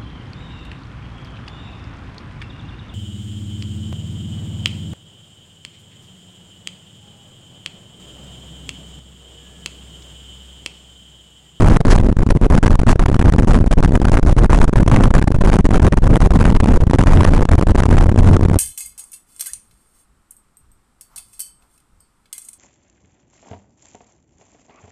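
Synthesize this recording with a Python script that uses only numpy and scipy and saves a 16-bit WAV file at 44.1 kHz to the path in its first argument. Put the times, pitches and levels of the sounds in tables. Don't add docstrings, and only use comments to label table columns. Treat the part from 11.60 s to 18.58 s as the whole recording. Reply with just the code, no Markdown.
import sys
import numpy as np
from scipy import signal
from scipy.fft import rfft, irfft
from scipy.io import wavfile

SR = 44100
rng = np.random.default_rng(int(sys.argv[2]) if len(sys.argv) > 2 else 0)


def wav_out(sig):
    wavfile.write(sys.argv[1], SR, np.round(np.clip(np.atleast_2d(sig).T, -1, 1) * 32767).astype(np.int16))


N = 307818
T = np.arange(N) / SR

# start in seconds, length in seconds, strength in dB.
STRONG_GUSTS = [(0.001, 0.17, -19.5), (0.25, 0.034, -20.5), (0.299, 0.064, -19.5), (0.703, 0.014, -25.5),
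                (0.83, 0.037, -23), (0.923, 0.03135, -18.5), (0.964, 0.024, -19.5), (1.026, 0.023, -18.5),
                (1.099, 0.0564, -28.5), (1.265, 0.0667, -19.5), (1.393, 0.046, -19.5), (1.65, 0.05, -21),
                (1.78, 0.021, -18.5), (1.873, 0.05, -20.5), (1.933, 0.035, -19), (2.108, 0.029, -19),
                (2.172, 0.028, -25), (2.227, 0.034, -20), (2.334, 0.03, -20), (2.518, 0.03196, -20),
                (2.657, 0.0718, -23), (2.774, 0.089, -20.5), (2.896, 0.084, -20.5), (3.001, 0.052, -24.5),
                (3.157, 0.018, -21.5), (3.198, 0.035, -23), (3.316, 0.049, -16.5), (3.377, 0.0951, -20.5),
                (3.534, 0.039, -20), (3.808, 0.01485, -19), (3.838, 0.025, -19), (3.87, 0.023, -18.5),
                (3.916, 0.044, -19), (3.988, 0.022, -24.5), (4.045, 0.024, -19.5), (4.126, 0.039, -19.5),
                (4.22, 0.06, -20.5), (4.419, 0.043, -23.5), (4.487, 0.072, -20.5), (4.606, 0.038, -22.5),
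                (4.649, 0.025, -20), (4.736, 0.038, -20.5), (4.791, 0.026, -21), (4.864, 0.04, -23),
                (4.943, 0.029, -21.5), (5.073, 0.051, -22), (5.145, 0.031, -24.5), (5.204, 0.035, -27),
                (5.385, 0.03, -17.5), (5.455, 0.17, -19.5), (5.673, 0.021, -20), (5.705, 0.066, -21),
                (5.911, 0.045, -23), (6.096, 0.023, -22), (6.177, 0.029, -19), (6.303, 0.057, -23.5),
                (6.38, 0.064, -19), (6.583, 0.026, -21), (6.62, 0.083, -23.5), (6.727, 0.025, -21.5)]
# frequency in Hz, level in dB.
FLUTTER_SPECTRUM = [(25, -3.5), (60, -3.5), (110, 1), (175, -4), (225, 0.5), (350, -6.5), (800, -19.5)]
RASP_SPECTRUM = [(200, -21), (400, -0.5), (650, 3.5), (1000, 3.5), (1200, -1), (1500, -2.5), (2000, -10.5),
                 (3000, -26.5), (5000, -43.5), (11000, -62)]
HISS_SPECTRUM = [(1200, -1), (2500, 9), (3500, 4), (5000, 1), (6500, 2), (8500, -0.5), (11000, -4.5)]


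def gusts(pressure, rows, knee=0.53, knee_width=0.1443, ceiling_db=-6, cusp_db=-6,
          rasp_db=-3.5, hiss_db=-16, clump_db=6):
    spans = [(stretch(start, length), db) for start, length, db in rows]
    flutter, rasp, hiss = noise(FLUTTER_SPECTRUM), noise(RASP_SPECTRUM), noise(HISS_SPECTRUM)
    air, turbulence = np.zeros((2, N))
    for span, strength_db in spans:
        flutter_db = -2.5 + 0.77 * (strength_db + 22)
        air[span] = unit(pressure[span] + undb(flutter_db) * flutter[span])
    air = smooth(air, 0.0034)
    pinned = np.tanh((air / knee) ** 3)
    cusp = pinned * np.exp(-np.abs(np.abs(air) - knee) / knee_width)
    swing = smooth(undb(ceiling_db) * pinned + undb(cusp_db) * cusp, 0.0012)
    blowing = smooth(during(rows) * 1., 0.00034)
    clumps = undb(clump_db * walk(0.0062)) * (0.1 + pinned ** 2 + 3 * np.abs(cusp)) * blowing
    hiss_gain = undb(hiss_db + 1.5 * walk(.03))
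    for span, strength_db in spans:
        rasping = undb(rasp_db) * unit(clumps[span] * rasp[span])
        hissing = hiss_gain[span] * unit(clumps[span] * hiss[span])
        turbulence[span] = undb(strength_db) * (rasping + hissing)
    return swing, turbulence


# time in seconds, relative level of the crack in dB.
HARD_POPS = [(0.206, -14), (0.38, -12), (0.589, -18), (0.708, -6.5), (0.902, -11.5), (1.035, -8),
             (1.061, -10), (1.193, -12.5), (1.289, -6), (1.46, -9.5), (1.594, -10.5), (1.724, -15.5),
             (1.884, -11), (2.116, -15), (2.237, -9), (2.519, -8), (2.572, -8), (2.63, -14), (2.903, -10.5),
             (3.08, -16), (3.16, -9), (3.279, -7.5), (3.316, -3.5), (3.507, -13), (3.582, -11),
             (3.676, -10.5), (3.746, -15.5), (3.811, -15), (3.922, -13), (3.989, -8.5), (4.045, -25.5),
             (4.373, -11), (4.605, -11), (4.708, -12.5), (4.813, -11), (5.003, -10), (5.27, -18.5),
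             (5.335, -10.5), (5.891, -10), (5.982, -14), (6.071, -15.5), (6.312, -11)]


def pops(swing, pressure, lesser_pops, peak_db=-2, rasp_db=-9, hiss_db=-22, rise=0.47, fall=0.76):
    swing, cracks = swing.copy(), np.zeros(N)
    rasp, hiss = noise(RASP_SPECTRUM), noise(HISS_SPECTRUM)
    for at, crack_db in [(at, db - 6.5) for at, db in HARD_POPS] + lesser_pops:
        scatter = np.exp(0.27 * rng.standard_normal())
        width_ms = 1.73 * 0.69 ** ((crack_db + 30) / 20) * scatter
        centre = int(np.clip(at * SR, 0, N - 1))
        span = slice(max(centre - 400, 0), centre + 400)
        ms = (T[span] - at) * 1000
        flank_ms = max(width_ms, .3) * np.where(ms < 0, rise, fall)
        pull = np.exp(-(np.abs(ms) / flank_ms) ** 2.03)
        peak = np.sign(pressure[centre]) * undb(peak_db)
        swing[span] += pull * (peak - swing[span])
        burst = np.exp(-np.abs(ms) / (0.77 + 0.34 * width_ms))
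        cracks[span] += undb(crack_db + rasp_db) * unit(burst * rasp[span])
        cracks[span] += undb(0.93 * crack_db + hiss_db) * unit(burst * hiss[span])
    return swing + cracks


# start in seconds, length in seconds.
AIR_LULLS = [(0.215, 0.03), (0.53, 0.036), (0.636, 0.027), (0.775, 0.037), (0.867, 0.031), (0.99, 0.036),
             (1.237, 0.027), (1.85, 0.026), (2.08, 0.028), (2.143, 0.03), (2.599, 0.03), (2.728, 0.036),
             (2.863, 0.034), (3.097, 0.03), (3.234, 0.027), (3.645, 0.029), (4.011, 0.031), (4.287, 0.035),
             (4.344, 0.028), (4.389, 0.029), (4.577, 0.026), (4.671, 0.029), (5.177, 0.028), (5.235, 0.033),
             (6.037, 0.029), (6.119, 0.027)]
# time in seconds, relative level in dB.
JOLT_STRENGTH = [(0, 9.5), (.55, -5.5), (1.1, 4), (2, -3), (2.9, 4.5), (3.6, 1), (4.5, 4), (5.2, 1.5),
                 (5.7, 4.5), (6.3, 2.5), (6.98, -2)]


def sputter(jolts_per_s=68, unevenness=.31, puff_share=.42, in_gust_share=.3, edge_s=.003, rest_s=.004,
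            puff_db=-24, pop_db=-24, gust_pop_db=-22.5, puff_spread_db=2.5, pop_spread_db=5):
    calm, gusty = during(AIR_LULLS), during(STRONG_GUSTS)
    puffs = [(at - edge_s / 2, .009, db - 8.5) for at, db in HARD_POPS if not gusty[int(at * SR)]]
    taken = during([(start - rest_s, length + 2 * rest_s) for start, length, _ in [*puffs, *STRONG_GUSTS]])
    edges = [at for start, length in AIR_LULLS for at in (start - edge_s, start + length + edge_s)
             if not taken[int(at * SR)]]
    lesser_pops = [(at, pop_db) for at in edges]
    lesser_pops += [(start + length - edge_s / 2, db - 5) for start, length, db in STRONG_GUSTS]
    taken |= calm | during([(at - rest_s, 2 * rest_s) for at in edges])
    resting = during([(at - .012, .012) for at, _ in HARD_POPS])
    draws = zip(rng.standard_normal((600, 2)), rng.random((600, 2)))
    for k, ((shift, size), (kind, duration)) in enumerate(draws):
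        at = (k + unevenness * shift) / jolts_per_s
        length = 0.00861 * (.5 + duration)
        start = at - length / 2
        if start < 0 or start + length > T[-1] or resting[stretch(start, length)].any():
            continue
        level_db = np.interp(at, *np.transpose(JOLT_STRENGTH))
        if gusty[int(at * SR)] and kind < in_gust_share:
            lesser_pops.append((at, level_db + gust_pop_db + pop_spread_db * size))
        elif taken[int(at * SR)]:
            continue
        elif kind < puff_share:
            puffs.append((start, length, level_db + puff_db + puff_spread_db * size))
        else:
            lesser_pops.append((at, level_db + pop_db + pop_spread_db * size))
    return puffs, lesser_pops


# frequency in Hz, level in dB.
BUFFET_SPECTRUM = [(5, -13.5), (15, -10.5), (26, 1), (32, 0), (42, -6.5), (70, -24), (200, -41.5)]


def cabin_pressure(boom):
    return noise(BUFFET_SPECTRUM) + undb(-3) * boom


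# time in seconds, firing rate of one bank in Hz, effort in dB.
ENGINE_PULL = [(0, 77.36, -8.5), (.7, 77.34, -14.5), (1.2, 77.63, -4), (1.9, 76, -4), (2.6, 76.35, -11.5),
               (3.101, 77.13, -7.5), (3.601, 77.1, -7), (4.4, 79.58, -8.5), (4.799, 81.05, -1),
               (5.25, 82.7, -5.5), (5.55, 83.8, 1.5), (6.049, 85.16, -5.5), (6.3, 86.52, 2.5),
               (6.98, 90.17, 7)]
# frequency in Hz, gain in dB.
CABIN_RESPONSE = [(110, -5), (160, 17.5), (250, -14.5), (400, 0), (600, -22), (1000, -18.5), (2000, -31),
                  (5000, -37.5)]


def engine(roughness=0.24, far_bank_gain=0.59, cabin_decay_s=0.0055):
    times, bank_hz, effort_db = np.transpose(ENGINE_PULL)
    effort = undb(np.interp(T, times, effort_db))
    rate_hz = np.interp(T, times, bank_hz) * (1 + 0.003024 * walk(0.0802))
    cycles = np.cumsum(rate_hz) / SR
    firing = np.floor(2 * cycles)
    bank_gain = np.where(firing % 2, far_bank_gain, 1)
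    pulses = np.diff(firing, prepend=0) * bank_gain * (1 + roughness * walk(0.002))
    reflections = rng.standard_normal(N) * np.exp(-T / cabin_decay_s)
    growl = colour(irfft(rfft(pulses) * rfft(reflections), N), CABIN_RESPONSE)
    return np.sqrt(effort) * growl, effort * np.cos(2 * np.pi * cycles)


# time of the peak in seconds, half-width in seconds, level in dB.
RATTLE_BURSTS = [(0.315, 0.015, -20.5), (0.707, 0.0047, -24.5), (1.065, 0.0048, -28), (1.308, 0.016, -26.5),
                 (5.647, 0.0036, -22.5), (6.107, 0.00203, -35)]
# frequency in Hz, gain in dB.
RATTLE_RESONANCES = [(1800, 7), (2400, -4), (3200, 0), (3800, -7), (4400, -4), (5300, -5), (6100, -3),
                     (6700, -8.5), (8300, -9), (9100, -26), (10000, -5.5), (11000, -20.5)]


def rattles():
    shake = sum(undb(db) * np.exp(-((T - at) / width) ** 2) for at, width, db in RATTLE_BURSTS)
    contacts = rng.standard_normal(N) * np.abs(walk(0.00074))
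    return shake * colour(contacts, RATTLE_RESONANCES)


# frequency in Hz, level in dB.
ROAD_SPECTRUM = [(15, 21), (40, 7.5), (125, -18), (250, -19.5), (550, -20.5), (850, -32.5), (1500, -41),
                 (2200, -44.5), (3500, -52), (5000, -57), (6200, -54), (11000, -63)]


def road():
    return undb(walk(0.42)) * noise(ROAD_SPECTRUM)


def undb(db):
    return 10 ** (np.asarray(db) / 20)


def unit(x):
    return x / np.sqrt(np.mean(x ** 2) + 1e-18)


def colour(x, points):
    hz, db = np.transpose(points)
    f = np.maximum(np.arange(N // 2 + 1) * SR / N, 1)
    skirt_db = -40 * np.log10(np.maximum(f / hz[-1], 1) * np.maximum(hz[0] / f, 1))
    gain = undb(np.interp(np.log(f), np.log(hz), db) + skirt_db)
    return unit(irfft(rfft(x) * gain, N))


def noise(points):
    return colour(rng.standard_normal(N), points)


def smooth(x, seconds):
    f = np.arange(N // 2 + 1) * SR / N
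    return irfft(rfft(x) * np.exp(-(f * seconds) ** 2), N)


def walk(seconds):
    return unit(smooth(rng.standard_normal(N), seconds))


def stretch(start, length):
    return slice(max(int(start * SR), 0), int((start + length) * SR))


def during(rows):
    inside = np.zeros(N, bool)
    for start, length, *_ in rows:
        inside[stretch(start, length)] = True
    return inside


def scene():
    growl, boom = engine()
    drone = undb(-28.5) * boom + undb(-34) * growl
    rumble = undb(-22.5) * road()
    pressure = cabin_pressure(boom)
    puffs, lesser_pops = sputter()
    swing, turbulence = gusts(pressure, [*puffs, *STRONG_GUSTS])
    return (drone + rumble + rattles() + turbulence + pops(swing, pressure, lesser_pops))[None]


def record(dry, cutoff_hz=11050):
    low_pass = signal.ellip(10, .2, 80, cutoff_hz, fs=SR, output="sos")
    return signal.sosfilt(low_pass, np.clip(dry, -1, 1))


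dry = scene()
out = record(dry)
wav_out(out)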